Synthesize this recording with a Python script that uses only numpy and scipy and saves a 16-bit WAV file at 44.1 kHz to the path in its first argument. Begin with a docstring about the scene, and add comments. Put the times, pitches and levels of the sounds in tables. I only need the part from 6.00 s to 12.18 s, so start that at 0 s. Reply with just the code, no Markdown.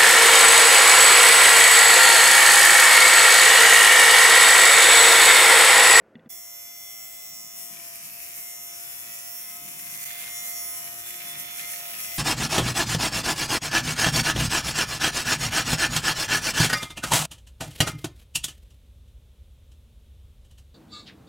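"""Fabric shaver on cloth

A quiet room with soft knocks on a table gives way abruptly to a battery fabric shaver, heard close.
Its motor radiates harmonics of the shaft rate. The blades sweep the same foil holes every turn, and
this periodic excitation buzzes. Where the head meets the cloth the excitation becomes random: the
buzz turns to a rasp, lint knots crunch, and forced vibration makes the table rumble."""
import sys
import numpy as np
from scipy import signal
from scipy.fft import rfft, irfft, next_fast_len
from scipy.io import wavfile
from scipy.ndimage import uniform_filter1d, map_coordinates

SR = 44100
rng = np.random.default_rng(int(sys.argv[2]) if len(sys.argv) > 2 else 0)


def digitize_waveform(pressure):
    """Quantize a signal to 16-bit integers and store it at the path in sys.argv[1].

    Rows of a 2-D input are taken as channels; values are limited to [-1, 1].
    """
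    field = np.atleast_2d(pressure).T
    bounded = np.clip(field, -1, 1)
    quanta = np.round(bounded * 32767).astype(np.int16)
    wavfile.write(sys.argv[1], SR, quanta)


N = 272614
TIME = np.arange(N) / SR
SIDES = np.array([[1], [-1]])  # left, right


def amp(db):
    """Amplitude ratio of a level in decibels."""
    return 10 ** (np.asarray(db) / 20)


def unit(x):
    """Normalisation of each channel to unit RMS."""
    return x / np.sqrt(np.mean(x ** 2, -1, keepdims=True) + 1e-20)


def curves(rows):
    """Linear interpolation in time: one value per sample for each column after the first."""
    times, *columns = np.transpose(rows)
    return [np.interp(TIME, times, column) for column in columns]


def wobble(rate):
    """Random modulation: straight lines between Gaussian values, rate of them a second."""
    knots = rng.standard_normal(int(N * rate / SR) + 2)
    return np.interp(TIME * rate, np.arange(len(knots)), knots)


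def filtered(x, response):
    """Linear filtering: the spectrum of x is multiplied by a frequency response."""
    size = next_fast_len(N + SR // 2)
    return irfft(rfft(x, size) * response(np.fft.rfftfreq(size, 1 / SR)), size)[..., :N]


def colour(points):
    """Spectral envelope through (f/Hz, level/dB) points on a logarithmic frequency axis."""
    f, db = np.transpose(points)
    return lambda hz: amp(np.interp(np.log(hz + 1), np.log(f + 1), db, left=-120, right=-120))


def resonant(modes):
    """Modal superposition: second-order resonances summed with alternating sign."""
    return lambda f: sum((-1) ** k * amp(db) * 1j * f * width / (f0 * f0 - f * f + 1j * f * width)
                         for k, (f0, width, db) in enumerate(modes))


def stereo_noise(correlation):
    """Partial coherence: two channels of white noise share a common part."""
    common, opposed = rng.standard_normal((2, N))
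    angle = np.arccos(np.clip(correlation, -1, 1)) / 2
    return np.cos(angle) * common + SIDES * np.sin(angle) * opposed


def shaded(x, depth_db):
    """Shadowing and reflection by hand and cloth: each channel's spectrum shifts in random patches."""
    spectra = signal.stft(x, nperseg=512)[2]
    field = uniform_filter1d(rng.standard_normal(spectra.shape), size=5, axis=1)
    field = uniform_filter1d(field, size=30, axis=2)
    return signal.istft(spectra * amp(depth_db * field / field.std()), nperseg=512)[1][:, :N]


# Room noise spectrum: f/Hz, relative density/dB
ROOM_SPECTRUM = [(24, -45), (40, -22), (548, -6.5), (704, -14.5), (817, -18), (1100, -21), (1350, -22),
                 (1450, -18), (3140, -36), (3740, -41.5), (15500, -53)]
def room(level_db=-58.5):
    """Ambient noise: a broad, mostly low spectrum, coherent in both channels."""
    return amp(level_db + wobble(25)) * unit(filtered(stereo_noise(1.0), colour(ROOM_SPECTRUM)))


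# Contacts with the table: t/s, relative thud level/dB, relative tick level/dB
KNOCKS = [(0.154, -27, -42.5), (0.194, -43, -52), (0.259, -30, -55), (0.27, -52, -73)]
# Modes of the struck table and of the plastic shell: f/Hz, relative level/dB, T60/s
THUD_MODES = [(166, -13.5, 0.31), (230, 1, 0.07), (600, -26, 0.032)]
TICK_MODES = [(1950, 14, 0.018), (2670, -2, 0.038), (2880, -5.5, 0.059), (3450, 10.5, 0.013),
              (4330, -7, 0.018)]
def knocks():
    """Damped free vibration: after a soft impact the table thuds and the shell ticks."""
    out, t = np.zeros(N), TIME[:SR // 8]
    for start, thud_db, tick_db in KNOCKS:
        for modes, db, rise_s in (THUD_MODES, thud_db - 5.5, .004), (TICK_MODES, tick_db - 9.5, .001):
            ring = sum(amp(level - 60 * t / t60) * np.sin(2 * np.pi * hz * t) for hz, level, t60 in modes)
            out[round(start * SR):][:len(t)] += amp(db) * ring * (1 - np.exp(-t / rise_s))
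    return out


# Modes of the table top and of the room: f/Hz, bandwidth/Hz, relative level/dB
TABLE_MODES = [(147, 10.3, 6.5), (200.2, 10.8, 6), (245, 16.3, -1), (314, 29, -3.5)]
ROOM_MODES = [(35, 24, -14), (54.5, 8.9, -0.5), (74.3, 11, 3.5)]
# Jolts of the head against the table: t/s, level/dB
JOLTS = [(1.4, -65.5), (1.72, -64.5), (2.09, -70), (3.1, -70), (3.66, -59), (3.899, -62.5), (4.9, -73),
         (5.36, -57.5), (5.66, -67)]
def rumble(head_db, load, jolt_s=0.11):
    """Forced vibration: the dragged head drives table and room modes, more strongly under load."""
    jolts = sum(amp(db) * np.exp(-((TIME - at) / jolt_s) ** 2) for at, db in JOLTS)
    drag = amp(head_db - 29 + 3 * load)
    table = (drag + jolts) * unit(filtered(stereo_noise(0.92), resonant(TABLE_MODES)))
    boom_gain = amp(-74.5 + 5.5 * load + 1.6 * wobble(1.72))
    boom = boom_gain * unit(filtered(stereo_noise(0.94), resonant(ROOM_MODES)))
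    return (table + boom) * amp(-0.8 * SIDES)


# Spectrum of the fan behind the blades: f/Hz, relative density/dB
FAN_SPECTRUM = [(250, -5), (400, -3.5), (800, -0.5), (1400, -5), (2500, 0.5), (4000, -8.5), (5500, -22)]
def fan(head_db, load):
    """Flow noise: air rushing through the head radiates a continuous spectrum."""
    return amp(head_db - 20 + 3.75 * load) * unit(filtered(stereo_noise(0.84), colour(FAN_SPECTRUM)))


# Strokes on the cloth: start t/s, end t/s, load (share of rasp, 0-1), rubbing level/dB
STROKES = [(1.72, 2.404, 0.61, -54.5), (2.69, 3.315, 0.56, -55.5), (3.348, 3.81, 0.68, -58),
           (3.817, 4.037, 0.7, -49.5), (4.03, 4.31, 0.85, -44.5), (4.415, 4.53, 0.43, -65),
           (4.754, 5.049, 0.9, -56), (5.06, 5.434, 0.72, -48.5), (5.447, 5.637, 0.6, -47.5),
           (5.615, 6.255, 0.74, -46)]
def cloth_contact(ramp_s=0.07, idle_load=0.07):
    """Contact loading: load and rubbing amplitude rise as the head lands and fall as it lifts."""
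    start, end, load, rub_db = np.transpose(STROKES)
    inside_s = np.minimum(TIME - start[:, None], end[:, None] - TIME)
    contact = np.clip(inside_s / ramp_s + .5, 0, 1)
    return np.clip(load @ contact, idle_load, 1), amp(rub_db) @ contact


# Spectrum of cloth brushing the foil: f/Hz, relative density/dB
RASP_SPECTRUM = [(1200, -8.5), (1700, -2), (2100, 1), (2450, 5.5), (3000, -2.5), (3600, -4.5), (4800, -4.5),
                 (6000, -42)]
def cloth_rasp(turns, rub):
    """Stick-slip friction: threads catch and let go at uneven moments, tugged anew every turn."""
    tugs = np.cumsum(150 * amp(9.1 * wobble(90))) / SR
    grain = amp(-13 * np.sqrt(tugs % 1) + 3 * wobble(140) + 1.5 * wobble(15) - 5 * (turns % 1))
    gain = rub * amp(1.5 * wobble(6) + 1.5 * wobble(30))
    friction = filtered(stereo_noise(-0.035) * grain, colour(RASP_SPECTRUM))
    return gain * unit(shaded(friction, depth_db=1.5)) * amp(SIDES)


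# Lint knots caught by a blade: t/s, relative grit level/dB, relative crunch level/dB
SNAGS = [(1.767, -43, -40), (2.053, -32, -46), (2.2, -40, -42), (2.798, -38, -50), (3.032, -45, -40),
         (3.413, -33, -43), (3.552, -48, -42), (3.6793, -30, -37), (3.794, -44, -34), (3.9457, -30, -46),
         (4.0595, -39, -41), (4.1056, -35, -31), (4.198, -34, -34), (4.872, -42, -31), (5.034, -42, -42),
         (5.1042, -30, -33), (5.14, -44, -32), (5.205, -42, -31), (5.559, -42, -36), (5.645, -47, -33),
         (5.735, -40, -30.5), (5.8594, -39, -42), (5.954, -40, -44)]
# Spectra at the foil (grit) and through the shell (crunch): f/Hz, relative density/dB
GRIT_SPECTRUM = [(1200, -10), (2400, 1), (4500, 5), (7000, -2), (11000, 24), (16000, 2)]
CRUNCH_SPECTRUM = [(1200, -16), (1800, 5), (2400, 7.5), (3100, -3), (4200, -4), (6000, -18)]
def snags(rise_s=0.00066):
    """Transient excitation: each knot gives decaying bursts of bright grit and duller crunch."""
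    gains, t = np.zeros((2, N + SR)), TIME[:SR // 20]
    t60 = np.array([[.07], [.05]])  # grit, crunch
    burst = amp(-6 - 60 * t / t60) * (1 - np.exp(-t / rise_s))
    for start, grit_db, crunch_db in SNAGS:
        gains[:, round(start * SR):][:, :len(t)] += amp([[grit_db], [crunch_db]]) * burst
    return sum(gain[:N] * unit(filtered(stereo_noise(0.17), colour(spectrum)))
               for gain, spectrum in zip(gains, (GRIT_SPECTRUM, CRUNCH_SPECTRUM)))


# Rotation rate of the shaft: t/s, f/Hz
SHAFT_RATE = [(0.3, 114.5), (0.73, 114.8), (1.25, 114.3), (1.69, 115.0), (1.87, 113.5), (2.05, 113.5),
              (2.38, 115.7), (2.8, 115.3), (3.33, 116.0), (4.21, 116.0), (4.4, 116.8), (4.62, 115.0),
              (4.92, 115.3), (5.05, 116.1), (5.54, 116.4), (5.8, 115.8), (6.02, 114.1), (6.18, 114.0)]
def shaft_turns():
    """Phase as the integral of frequency, counted in turns of the shaft."""
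    return np.cumsum(curves(SHAFT_RATE)[0]) / SR


# Armature hum (order 6) as the grip shifts: t/s, level/dB
HUM = [(0.3, -63.5), (0.31, -62.5), (1.4, -62), (1.48, -62), (1.74, -56.5), (2.0, -58), (2.05, -67),
       (2.18, -57), (2.35, -60.5), (2.82, -56.5), (3.0, -62.5), (3.07, -57.5), (3.2, -60.5), (3.28, -55.5),
       (3.44, -63), (3.56, -53), (3.79, -61), (3.85, -54), (3.93, -59), (4.2, -54), (4.28, -57.5),
       (4.54, -52.5), (4.77, -56), (4.88, -51.5), (5.0, -54.5), (5.07, -60.5), (5.28, -51.5), (5.38, -55.5),
       (5.9, -52), (6.02, -58), (6.15, -50.5), (6.18, -52)]
# Tones through the shell: t/s, order 3 level/dB, order 18 level/dB, its left lead/rad, order 30 level/dB
SHELL_TONES = [(.3, -76.5, -59.5, -1.5, -61), (.9, -75, -55, -0.5, -56.5), (1.5, -76.5, -58.5, -2.5, -62),
               (1.77, -67.5, -58, -3, -58), (2.15, -72, -67, -2.5, -77), (2.5, -74, -52, -1.5, -60),
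               (3.0, -67, -59, -3.5, -50), (3.35, -79, -59, -4, -69), (3.55, -62, -61, 1.5, -62),
               (3.9, -68.5, -57, 1.7, -53.5), (4.15, -73, -48.5, -0.5, -44.5), (4.55, -72, -47.5, -2, -57),
               (4.85, -59.5, -53, -2.5, -64), (5.08, -62, -55, -5.5, -48), (5.3, -64, -51.5, -8, -44),
               (5.7, -69, -48, -6, -48), (5.95, -62, -54, -4.5, -53), (6.18, -69, -43, -4.5, -49)]
# Further harmonics of motor and shell: order, level/dB re smoothed hum, left lead/rad
MOTOR_ORDERS = [(1, -17, 0.5), (5, -13.5, 0.95), (8, -15, 0.79), (9, -11.5, 0.88), (10, -11.5, 1.97),
                (11, -8.5, 0.86), (12, -4.5, 2.48), (13, -11, 4.2), (16, -14.5, 1.3), (17, -4, 3.5),
                (20, -13, 3.6), (21, -10, 3.7), (22, -8, 3.7), (23, -9.5, 4.1), (24, -17, 3.4),
                (25, -8, 3.7), (26, -10.5, 3.85), (27, -12, 3.5), (28, -26, 4.4), (29, -24, 1.3),
                (31, -16.5, 2.5), (33, -11, 2.8), (35, -17.5, 3.9), (36, -15.5, 2.2), (37, -15, 1.9),
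                (39, -20, 3.4), (40, -17, 3), (42, -16, 1.9), (43, -10, 3.46)]
# Ring of the foil as the head tilts, lifts and is damped by cloth: t/s, level/dB
FOIL_RING = [(.3, -51.5), (1.02, -52), (1.1, -57.5), (1.35, -49.5), (1.7, -52), (2.15, -59), (2.36, -53.5),
             (2.56, -47.5), (2.66, -51), (2.74, -49.5), (2.9, -55.5), (3.33, -52), (3.55, -60.5),
             (3.8, -55.5), (4.21, -61), (4.39, -41), (4.47, -56), (4.57, -41.5), (4.7, -48), (4.93, -56.5),
             (5.2, -54), (5.83, -52.5), (5.98, -60), (6.04, -49.5), (6.18, -54)]
# Blade harmonics on the foil's main modes: order, level/dB re ring
RING_ORDERS = [(45, -18), (46, -11), (47, -6), (48, -1), (49, -4), (50, -12), (51, -16), (52, -13),
               (53, -17), (54, -4), (55, -14), (56, -13), (57, -16), (58, -8), (59, -11), (60, -13),
               (61, -9), (62, -16)]
def motor(turns, load):
    """Harmonics of rotation: six armature slots hum, higher orders whine and drive the foil."""
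    low_db, whine_db, whine_lead, upper_db = curves(SHELL_TONES)
    hum_db, = curves(HUM)
    smooth_hum_db = uniform_filter1d(hum_db, SR)
    ring_db, = curves(FOIL_RING)
    partials = [(3, low_db + 3 * wobble(6), 1.6),
                (6, hum_db + (0.24 + 1.2 * load) * wobble(12), 0.4),
                (18, whine_db + 3.5 * load * wobble(14), whine_lead),
                (30, upper_db - 6 * load + 3 * wobble(16), 1.85)]
    partials += [(order, smooth_hum_db + db + 3.4 * wobble(7), lead) for order, db, lead in MOTOR_ORDERS]
    partials += [(order, ring_db + db + 2.2 * wobble(8), 1) for order, db in RING_ORDERS]
    jitter = .04 + .05 * load  # the load shakes the phase
    out = np.zeros((2, N))
    for order, db, lead in partials:
        phase = 2 * np.pi * ((order * turns + rng.random()) % 1) + jitter * np.sqrt(order) * wobble(40)
        path_phase = lead + .07 * np.sqrt(order) * wobble(1.5)  # the two paths shift as the hand moves
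        out += np.sqrt(2) * amp(db) * np.sin(phase + SIDES * path_phase / 2)
    return out


# Hiss of cut fibres: f/Hz, relative density/dB
FIBRE_SPECTRUM = [(4400, -19), (5100, -13.5), (5600, -9), (7000, -2.5), (9000, -3.5), (11000, -5.5),
                  (12500, -3.5), (14000, -1.5), (16000, -8.5)]
# Foil modes that still ring under cloth: f/Hz, bandwidth/Hz, relative level/dB
LOADED_MODES = [(5600, 200, 3), (6250, 200, -1), (9550, 150, 4), (11100, 250, 9), (12350, 300, 3)]
def fibre_hiss(blade_pulse):
    """Amplitude-modulated noise: fibres are cut at uneven moments and excite the loaded foil."""
    cuts = np.cumsum(200 * amp(5.5 * wobble(120))) / SR
    snips = amp(-11 * np.sqrt(cuts % 1) + 2.4 * wobble(25))
    response = lambda f: colour(FIBRE_SPECTRUM)(f) * (1 + np.abs(resonant(LOADED_MODES)(f)))
    return unit(filtered(stereo_noise(0.11) * blade_pulse * snips, response))


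def hole_scrape(turns, load, steps=1536, patterns_per_s=3.2):
    """Quasi-periodic excitation: a rough pattern repeats each turn and drifts as the hand turns."""
    rows, points = int(N / SR * patterns_per_s) + 3, steps // 4
    roughness = rng.standard_normal((2, rows, points))
    roughness += 0.32 * rng.standard_normal((2, 1, points))  # constant in time
    roughness += 0.56 * rng.standard_normal((rows, points))  # common to both channels
    orders = rfft(roughness)
    orders *= amp(2.2 * rng.standard_normal(orders.shape[1:]))  # a few orders stand out
    pattern = signal.resample(irfft(orders), steps, axis=2)
    pattern = np.concatenate([pattern, pattern[..., :1]], 2)  # close the circle
    rotor = turns + (.0004 + .0003 * load) * wobble(90)  # the load makes the rotor stutter
    position = [TIME * patterns_per_s, rotor % 1 * steps]
    scrape = np.array([map_coordinates(side, position, order=1) for side in pattern])
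    return scrape / np.sqrt(np.abs(uniform_filter1d(scrape ** 2, SR // 10)))


# Level and balance of the shaver's buzz, with a sudden step louder at 1.57 s:
# t/s, relative level/dB, left minus right level/dB
HEAD = [(0.3, -44, -3), (0.35, -43.5, -3), (0.41, -44.5, -0.5), (0.87, -43, -1), (1.02, -42, 2),
        (1.38, -43.5, -1.5), (1.54, -44, -1), (1.59, -38.5, 2), (1.66, -40.5, 4), (1.99, -43, 0.5),
        (2.05, -39, 1), (2.1, -43, 1.5), (2.28, -42, 0.5), (2.35, -42, 0.0), (2.38, -39, -0.5),
        (2.76, -40.5, 1.5), (3.25, -41.5, 0.5), (3.35, -39.5, 0), (3.56, -42, 1), (3.67, -41, 1.0),
        (3.92, -41, 0.5), (4.02, -40.5, -3), (4.38, -36, -1.0), (4.67, -36, -0.5), (4.75, -36.5, 2),
        (4.8, -38.5, 1), (5.23, -39.5, -0.5), (5.49, -39, -4.5), (6.08, -35.5, 2), (6.18, -38, -1)]
# Modes of foil and shell: f/Hz, bandwidth/Hz, relative level/dB
FOIL_MODES = [(5400, 490, -10), (6300, 660, -11), (6940, 520, -4), (8060, 540, -0.5), (9770, 600, 1.5),
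              (11000, 960, -0.5), (12320, 460, 4.5), (13660, 900, 3), (15440, 640, 4)]
# Transmission of the scrape through the shell: f/Hz, relative level/dB
SHELL_RESPONSE = [(1500, -25.5), (1900, -6), (2700, -9.5), (3300, -10), (4200, -16.5), (5000, -12.5),
                  (6500, -13), (7000, -36)]
def blades(turns, load, head_db, pan_db, cutoff_hz=4900, lag_samples=7):
    """Source and filter: the scrape drives foil and shell; cloth trades the foil's buzz for hiss."""
    scrape = hole_scrape(turns, load)
    pulse = amp(-2.2 * (turns % 1) - 2.5 * (3 * turns % 1))  # each of three blades bites and eases off
    # The small foil radiates little below the cutoff.
    foil = lambda f: resonant(FOIL_MODES)(f) / np.sqrt(1 + (cutoff_hz / (f + 1)) ** 8)
    buzz = np.sqrt(1 - 0.73 * load) * unit(filtered(scrape * pulse, foil))
    rattle = amp(-15 + 4.64 * load) * unit(filtered(scrape * pulse, colour(SHELL_RESPONSE)))
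    hiss = np.sqrt(load) * fibre_hiss(pulse)
    left, right = unit(shaded(buzz + rattle + hiss, depth_db=2.6))
    flutter_db = (0.44 + 1.02 * load) * wobble(22)
    gain = amp(head_db + 2.5 + flutter_db + SIDES * pan_db / 2)
    return gain * [left, np.roll(right, lag_samples)]  # the sound reaches the right side later


def scene(change_s=0.29, fade_s=0.014):
    """Superposition of sources in two scenes: the quiet room fades out, the running shaver fades in."""
    turns = shaft_turns()
    load, rub = cloth_contact()
    head_db, pan_db = curves(HEAD)
    quiet = room() + knocks()
    shaver = motor(turns, load) + blades(turns, load, head_db, pan_db)
    shaver += cloth_rasp(turns, rub) + fan(head_db, load) + rumble(head_db, load) + snags()
    shaver *= 1 - 0.7 * np.clip(1 - np.abs(TIME - 4.049) / .011, 0, 1)  # the level dips briefly
    fade = (TIME - change_s) / fade_s
    return quiet * np.clip(-fade, 0, 1) + shaver * np.clip(fade, 0, 1)


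def record(dry, top_hz=15780):
    """Band limiting by an ideal low-pass filter."""
    return filtered(dry, lambda hz: hz < top_hz)


dry = scene()
out = record(dry)
digitize_waveform(out)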